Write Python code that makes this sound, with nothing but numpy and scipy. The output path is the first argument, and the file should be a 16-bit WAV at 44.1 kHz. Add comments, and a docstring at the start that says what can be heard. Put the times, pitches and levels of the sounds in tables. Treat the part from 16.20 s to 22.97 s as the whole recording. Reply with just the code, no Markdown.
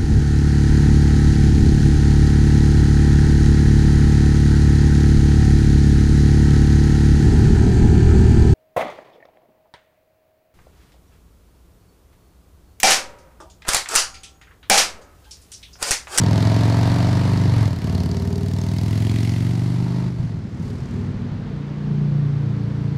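"""An office street: a big V-twin motorcycle with open mufflers pulls away, winds up, shifts, winds up
again and coasts with blips and afterfire. Then, far down the road amid traffic, it opens up on its way
back, its drone beating slowly against a building's echo. Each firing thumps the exhaust pipes and spits
gas; throttle, engine speed and distance set the levels; trees and walls scatter the sound."""
import sys
import numpy as np
from scipy import signal
from scipy.fft import rfft, irfft
from scipy.io import wavfile
from scipy.ndimage import uniform_filter1d

SR = 44100
rng = np.random.default_rng(int(sys.argv[2]) if len(sys.argv) > 2 else 0)


def materialize(psi):
    """Save the field psi as 16-bit PCM at rate SR to the path in sys.argv[1].

    A 1-D psi becomes a single channel; in a 2-D psi each row is a channel.
    """
    bounded = np.clip(np.atleast_2d(psi).T, -1, 1)
    quanta = np.round(bounded * 32767).astype(np.int16)
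    wavfile.write(sys.argv[1], SR, quanta)


N = 298557
TIME_S = np.arange(N) / SR

# engine speed through two gears and the coast: (time [s], four-stroke cycle rate [Hz])
SPEED_LEAVING = [(0, 20.64), (1.24, 25.12), (1.42, 21.44), (1.56, 17.31), (1.7, 19.1), (1.83, 17.74),
                 (1.97, 18.73), (2.3, 19.31), (3.1, 22.76), (3.88, 25.67), (4.05, 21.96), (4.3, 18.87),
                 (5.3, 20.09)]


def from_db(db):
    return 10 ** (np.asarray(db) / 20)


def rms_one(x):
    return x / np.sqrt(np.mean(x ** 2) + 1e-20)


def in_time(rows):
    """Columns of a curve at every sample."""
    time_s, *columns = np.transpose(rows)
    return [np.interp(TIME_S, time_s, column) for column in columns]


def swell(at_s, sigma_s):
    return np.exp(-.5 * ((TIME_S - at_s) / sigma_s) ** 2)


def evened(x, samples=4400):
    """Running level held at 1; single firings keep their shape."""
    power = uniform_filter1d(uniform_filter1d(x ** 2, samples), samples)
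    return x / np.sqrt(np.abs(power) + 1e-12)


def butter(x, hz, kind):
    return signal.sosfilt(signal.butter(2, hz, kind, fs=SR, output="sos"), x + 1e-18)


def noise(spectrum):
    """Coloured noise, rms 1."""
    hz, db = np.transpose(spectrum)
    bins_hz = np.arange(N // 2 + 1) * SR / N
    gain = from_db(np.interp(np.log(bins_hz + 1), np.log(hz), db))
    return rms_one(irfft(rfft(rng.standard_normal(N)) * gain, N))


def decay(x, tau_s):
    """Each click becomes an exponential tail."""
    return signal.lfilter([1], [1, -np.exp(-1 / (tau_s * SR))], x + 1e-18)


def resonate(x, modes):
    """Parallel resonances: (frequency [Hz], width [Hz], gain [dB])."""
    out = 0
    for hz, width_hz, db in modes:
        r = np.exp(-np.pi * width_hz / SR)
        poles = [1, -2 * r * np.cos(2 * np.pi * hz / SR), r * r]
        out += from_db(db) * (1 - r * r) / 2 * signal.lfilter([1, 0, -1], poles, x + 1e-18)
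    return out


def gliding(x, hz, width_hz):
    """A steep resonance whose centre moves."""
    turn = np.exp(2j * np.pi * np.cumsum(hz) / SR)
    r = np.exp(-np.pi * width_hz / SR)
    return np.real(turn * signal.lfilter([1 - r], [1, -2 * r, r * r], x / turn + 1e-18))


def scattered(x, wet_db, t60_s):
    """Trees and walls add a diffuse tail."""
    t = TIME_S[:SR]
    tail = rng.standard_normal(SR) * from_db(-60 * t / t60_s) * (t > .015)
    return x + from_db(wet_db) * signal.fftconvolve(x, tail / np.linalg.norm(tail))[:N]


def throttle(empty_s=.029):
    """Opening 0-1: each twist rises, holds and dies as the pipes empty."""
    # pulls and blips: (opens [s], shuts [s], opening [0-1], rise [s])
    twists = [(-.2, 1.48, 1, .04), (1.6, 3.88, 1, .04), (3.975, 4.03, .6, .012), (4.36, 4.47, .8, .03),
              (4.66, 4.83, .9, .07), (4.94, 5.65, .5, .03), (5.5, 6.9, 1, .14)]
    return np.max([opening * (1 - np.exp(-np.maximum(TIME_S - opens_s, 0) / rise_s))
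                   * np.exp(-np.maximum(TIME_S - shuts_s, 0) / empty_s)
                   for opens_s, shuts_s, opening, rise_s in twists], axis=0)


def firings(speed, start_cycle, uneven, rear_db, spread_db, jitter_s):
    """Clicks of two cylinders, 315 degrees apart; uneven (0-1) scales spread and jitter."""
    cycles = start_cycle + np.cumsum(in_time(speed)[0]) / SR
    clicks = np.zeros((2, N))
    for cylinder, offset, db in zip(clicks, (0, 315 / 720), (0, rear_db)):
        due = np.flatnonzero(np.diff(np.floor(cycles - offset)) > 0)
        size, late = rng.standard_normal((len(due), 2)).T
        fired = np.clip(due + late * uneven[due] * jitter_s * SR, 0, N - 1).astype(int)
        cylinder[fired] = from_db(db + spread_db * uneven[due] * np.minimum(size, 1))
    return clicks


def engine(shut, far, pulling=.016, coasting=.45, settle_s=.11):
    """Firings of the departure fade into those of the return; uneven off load."""
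    # engine speed far away: (time [s], cycle rate [Hz])
    speed_returning = [(4.7, 28.31), (5.2, 28.53), (5.5, 29.08), (5.75, 29.22), (6.1, 28.83), (6.45, 28.7),
                       (6.77, 28.63)]
    uneven = pulling + (coasting - pulling) * decay(shut, settle_s) / (settle_s * SR)
    leaving = firings(SPEED_LEAVING, -.324, uneven, rear_db=0, spread_db=4.5, jitter_s=.0015)
    returning = firings(speed_returning, .0974, uneven, rear_db=-4, spread_db=-9, jitter_s=.0013)
    leaving[1, 0] = .8  # already running
    return np.sqrt(1 - far) * leaving, np.sqrt(far) * returning


def turbulent(clicks, rough=.007):
    """A puff of turbulence follows each pulse."""
    return clicks + rough * decay(clicks, .014) * rng.standard_normal(N)


def pipes(thumps, direction):
    """Each cylinder's blow-down rings its own pipe, heard from one direction."""
    # pipe modes: (frequency [Hz], width [Hz], then signed gain [linear] for each direction:
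    # 0 side-on, 1 turning away, 2 rear quarter, 3 behind, 4 head-on)
    front_modes = [(107.0, 16.0, -2.0, -1.2, -1.01, 0.54, -1.62),
                   (113.0, 16.0, 0.36, 0.61, -0.42, -1.48, 1.6),
                   (148.0, 16.0, 0.45, -0.33, 0.19, -0.15, -0.85),
                   (174.0, 63.0, 0.02, 0.29, -0.11, 0.11, 0.09),
                   (252.0, 70.0, 0.18, -0.06, 0.14, 0.05, 0.03),
                   (340.0, 70.0, 0.04, -0.04, 0.07, 0.06, -0.03),
                   (416.0, 24.0, -0.05, 0.05, -0.06, -0.01, -0.02)]
    rear_modes = [(103.0, 26.0, -0.41, -0.93, -0.53, 0.27, -0.25),
                  (144.0, 70.0, -0.31, -0.1, -0.21, -0.46, -0.1),
                  (185.0, 25.0, 0.67, 0.22, 0.2, 0.42, 0.02), (246.0, 39.0, 0.04, 0.24, 0.06, 0.17, 0.07),
                  (282.0, 16.0, 0.31, -0.11, 0.06, -0.15, -0.04),
                  (306.0, 70.0, 0.12, 0.08, 0.06, 0.03, 0.05),
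                  (396.0, 66.0, 0.07, -0.09, 0.04, 0.025, -0.03)]
    return sum(gains[direction] * resonate(cylinder, [(hz, width_hz, 0)])
               for cylinder, modes in zip(thumps, (front_modes, rear_modes))
               for hz, width_hz, *gains in modes)


def chambers(going, coming, shut):
    """Mufflers ring on: hollow as the bike swings away, rumbling shut or labouring, howling head-on."""
    # chamber modes: (frequency [Hz], width [Hz], gain [dB])
    hollow = [(404.9, 8.3, -27)]
    rumble = [(76.7, 8.2, -2)]
    howl = [(293, 41, -31), (350.6, 22, -26.5), (478, 53, -32)]
    labour = 1.1 * swell(1.75, .29)
    rung = resonate(going * from_db(15.5 * swell(2.07, .3)), hollow)
    rung += resonate(going * np.maximum(shut, labour), rumble)
    rung += resonate(coming, howl)
    return scattered(rung, wet_db=-2, t60_s=.3)


def boom(leaving, returning, shut, shifting, gain_db=46, duck_db=-3):
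    """The deep pipe note changes with heading; the wall's echo sweeps notches through it."""
    # thump strength from load and distance: (time [s], relative level [dB])
    push = [(0, -4.5), (1.24, -6), (1.47, -6), (1.52, -6.5), (1.59, -10.5), (1.65, -5), (1.8, -3.5),
            (2.0, -5.5), (3.87, -5.5), (3.92, -12.5), (4.28, -16), (4.45, -7.5), (4.6, -15), (4.78, -6),
            (4.92, -10.5), (5.2, -9), (5.53, -10), (5.78, -5.5), (6.1, -6), (6.77, -4)]
    # the bike swings away, then turns: (time [s], direction [0 side-on to 3 behind])
    headings = [(1.45, 0), (1.62, 1), (2.1, 1), (2.9, 2), (3.75, 3), (4.1, 3), (4.45, 1)]
    # sound arriving via trees and walls: (time [s], share [0-1])
    indirect = [(3.9, 0), (4.7, 0.61), (5.2, 0.4), (5.6, 0.28)]
    # building echo: (time [s], delay [ms], strength [0-1])
    wall = [(4.9, 4.2, 0), (5.2, 4.18, .41), (5.5, 4.13, .34), (5.8, 4.96, .53), (6.1, 7.29, .38),
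            (6.4, 10.31, .48), (6.75, 9.85, .06)]
    drive = from_db(in_time(push)[0] + duck_db * shifting)
    going, coming = turbulent(leaving * drive), turbulent(returning * drive)
    heading, = in_time(headings)
    note = sum(np.maximum(1 - abs(heading - k), 0) * pipes(going, k) for k in range(4))
    note += pipes(coming, direction=4)
    note += chambers(going.sum(axis=0), coming.sum(axis=0), shut)
    note = butter(butter(note, 65, "high"), 520, "low")
    note = signal.sosfiltfilt(signal.butter(4, 560, fs=SR, output="sos"), note)
    share, = in_time(indirect)
    diffuse = scattered(note, wet_db=0, t60_s=.4) - note
    note = np.sqrt(1 - share) * note + np.sqrt(share) * diffuse
    delay_ms, strength = in_time(wall)
    echo = strength * np.interp(TIME_S - delay_ms / 1000, TIME_S, note)
    return from_db(gain_db) * (note + echo)


def bark(clicks, trim_db=-1):
    """Steep pulse fronts ring two wandering upper pipe modes."""
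    # modes: (time [s], lower level [dB], lower pitch [Hz], upper level [dB], upper pitch [Hz])
    modes = [(0.0, -37, 706, -35, 930), (0.14, -33, 663, -35, 890), (0.81, -32.5, 700, -35, 912.5),
             (1.44, -44, 676, -41.5, 910), (1.54, -43, 650, -45, 950), (1.58, -56, 656, -62, 927),
             (1.68, -39.5, 704, -45.5, 923), (2.13, -43.5, 675, -45.5, 890), (2.33, -45, 667, -59, 900),
             (2.38, -42.5, 670, -43.5, 883), (3.41, -49, 680, -54, 930), (3.68, -49, 657, -44, 910),
             (3.87, -46, 680, -46, 865), (3.93, -63, 675, -70, 947), (4.02, -51, 648, -58, 919),
             (4.3, -62, 685, -64, 928)]
    fronts = scattered(turbulent(clicks, rough=.004), wet_db=-2, t60_s=.18)
    low_db, low_hz, high_db, high_hz = in_time(modes)
    return sum(from_db(trim_db + db) * evened(gliding(fronts, hz, width_hz=153))
               for db, hz in ((low_db, low_hz), (high_db, high_hz)))


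def cracks(clicks, tau_s=.0008, spread_db=2.5):
    """A tearing burst per firing, favouring other modes each time."""
    # pipe mouth: (frequency [Hz], width [Hz], gain [dB])
    modes = [(1820, 110, 7), (2930, 200, 7), (4460, 1030, 9.5), (5270, 1200, -18), (7200, 1700, -7),
             (11500, 3500, -9.5)]
    out = 0
    for mode in modes:
        strikes = clicks * from_db(spread_db * np.minimum(rng.standard_normal(N), 1.8))
        envelope = decay(decay(decay(strikes, tau_s), tau_s), tau_s)
        out += resonate(envelope * rng.standard_normal(N), [mode])
    return butter(out, 1300, "high")


def rasp(clicks, shut, far, drone_hz=21.6, drone_width_hz=1.05):
    """Gas rushes out after each firing; its front steepens into a crack."""
    # gas noise: (frequency [Hz], density [dB])
    spectrum = [(300, 0.5), (480, 6), (650, 6), (1000, 3), (1400, -0.5), (2000, -0.5), (2500, -5.5),
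                (3300, -7.5), (4400, -4.5), (5600, -10), (8000, -16), (11500, -22), (16000, -42)]
    # brightness as the mufflers swing round: (time [s], treble [2.1 dB steps], crack level [dB])
    aim = [(0, -2.5, -8), (1.25, -1.5, -14), (1.8, 0, -6), (2.42, 2.5, -6.5), (3.1, 4.5, -15.5),
           (3.85, -1.5, -26), (4.25, -4, -23), (4.48, 4, -18), (4.85, 0, -22), (5.15, -9, -36),
           (6.77, -2.5, -15)]
    # distance loss: (time [s], gain [2.5 dB steps])
    path = [(0, -0.5), (.8, 0.5), (1.4, -1.03), (2.15, -4.5), (3.1, -4.5), (3.8, -3.5), (4.3, -7),
            (5.3, -8), (6.77, -7.5)]
    treble, crack_db = in_time(aim)
    rush = noise(spectrum) * (2.84 + rms_one(decay(decay(clicks, .0033), .0033)))
    gas = evened(evened(rush) + from_db(crack_db) * evened(cracks(clicks), samples=9000))
    dull = signal.sosfiltfilt(signal.butter(1, 6000, fs=SR, output="sos"), gas)
    aimed = dull + from_db(2.1 * treble) * (gas - dull)
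    # louder where the cycle rate's fifth harmonic meets the pipe resonance
    drone = (1 - far) * np.exp(-.5 * ((in_time(SPEED_LEAVING)[0] - drone_hz) / drone_width_hz) ** 2)
    level_db = -32.5 - 3.5 * shut + 2.5 * in_time(path)[0] + 2 * drone
    return from_db(level_db) * scattered(aimed, wet_db=-11.5, t60_s=.82)


def street_air(level_db=-38):
    """Steady low rush of the street."""
    # air: (frequency [Hz], density [dB])
    spectrum = [(20, -20), (50, 14.5), (100, 8.5), (300, 9.5), (1000, -21.5), (2500, -29.5), (6000, -26),
                (15000, -54)]
    return from_db(level_db) * noise(spectrum)


def snaps(width_hz=1800, trim_db=-.5):
    """The hardest cracks: short bursts ring the pipe mouth."""
    # cracks: (time [s], peak before trim [dB], ring [Hz])
    events = [(0.178, -21.5, 4300), (0.2269, -23, 4030), (0.2713, -20, 4370), (1.752, -26, 4300),
              (1.8023, -29, 4850), (1.9135, -24.5, 4630), (1.9683, -26, 4510), (2.3361, -27, 4640),
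              (2.3852, -27.5, 4150), (2.4139, -28, 6100), (2.584, -24.5, 4980), (2.8955, -26.5, 3760),
              (2.9856, -25, 4260), (3.0317, -25, 4990), (3.0935, -25, 4870)]
    out, t = np.zeros(N), TIME_S[:SR // 8]
    for at_s, db, hz in events:
        mode = [(hz, width_hz, 0)]
        burst = t * np.exp(-t / .00081) * rng.standard_normal(len(t))
        rung = resonate(resonate(burst, mode), mode)
        out[int(at_s * SR):][:len(t)] += from_db(trim_db + db) * rung / np.abs(rung).max()
    return out


def gear_change(front_clicks, from_s=1.275, to_s=1.485, level_db=-21.5, sag_hz_per_s=82):
    """The front cylinder booms alone and its note sags. Returns the note and its 0-1 gate."""
    gate = np.clip((TIME_S - from_s) / .01, 0, 1) * np.exp(-np.maximum(TIME_S - to_s, 0) / .036)
    hz = 120 - sag_hz_per_s * np.clip(TIME_S - from_s, 0, .5)
    return -from_db(level_db) * gate * evened(gliding(front_clicks, hz, width_hz=48)), gate


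def metallic_ring(clicks, level_db=-42):
    """Gas bursts set the muffler ringing midway through second gear."""
    # muffler modes: (frequency [Hz], width [Hz], gain [dB])
    modes = [(2084, 230, 6.5), (2820, 840, -1)]
    strikes = clicks * from_db(3.5 * np.minimum(rng.standard_normal(N), 1.3))
    bursts = decay(strikes, .004) * rng.standard_normal(N)
    rung = scattered(resonate(bursts, modes), wet_db=-5, t60_s=.18)
    return from_db(level_db) * swell(2.98, .31) * evened(rung)


def traffic(level_db=-43.5, from_s=3.71, rise_s=1):
    """Distant traffic comes up as the bike recedes."""
    # rush: (frequency [Hz], density [dB])
    spectrum = [(300, 4), (900, 0.5), (1900, -5), (2600, -10.5), (4500, -14.5), (7000, -34), (14000, -56.5)]
    return from_db(level_db) * np.clip((TIME_S - from_s) / rise_s, 0, 1) * noise(spectrum)


def afterfire(rise_s=.0013, decay_s=.015):
    """Deep knocks in the exhaust during the coast."""
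    # pops: (time [s], gain [dB], pitch [Hz])
    pops = [(3.9974, -9, 123), (4.039, -13, 158), (4.141, -17, 155), (4.25, -21.5, 201), (4.399, -16, 166),
            (4.62, -14, 125), (4.896, -21, 106), (4.963, -14.5, 113), (5.117, -19, 125)]
    out, t = np.zeros(N), TIME_S[:SR // 8]
    envelope = (1 - np.exp(-t / rise_s)) * np.exp(-t / decay_s)
    for at_s, db, hz in pops:
        out[int(at_s * SR):][:len(t)] += from_db(db) * envelope * np.sin(2 * np.pi * hz * t)
    return out


def hiss(clicks, level_db=-61):
    """The gas jets hiss as the bike turns, fluttering with the firings."""
    # jets: (frequency [Hz], density [dB])
    spectrum = [(3000, -30), (4800, 3), (7500, 0), (10000, -18), (15000, -31)]
    flutter = evened(1 + rms_one(decay(clicks, .005)))
    return from_db(level_db) * swell(4.6, .24) * noise(spectrum) * flutter


def scene(crack_lead_s=.002):
    """The exhaust, driven by the firings, over street air and traffic; mono."""
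    shut = 1 - throttle()
    far = np.clip((TIME_S - 4.77) / .53, 0, 1)  # the distant return takes over
    leaving, returning = engine(shut, far)
    front, rear = leaving + returning
    pulses = np.roll(.83 * front + rear, -int(crack_lead_s * SR))  # ahead of the thumps
    shift_note, shifting = gear_change(leaving[0])
    bike = boom(leaving, returning, shut, shifting) + shift_note
    bike += scattered(snaps() + afterfire(), wet_db=-6, t60_s=.57)
    bike += bark(pulses) + rasp(pulses, shut, far) + hiss(pulses) + metallic_ring(pulses)
    return (bike + street_air() + traffic())[None]


def record(dry, cutoff_hz=15800):
    """Steep low-pass."""
    return signal.sosfilt(signal.ellip(10, .1, 90, cutoff_hz, fs=SR, output="sos"), dry)


dry = scene()
out = record(dry)
materialize(out)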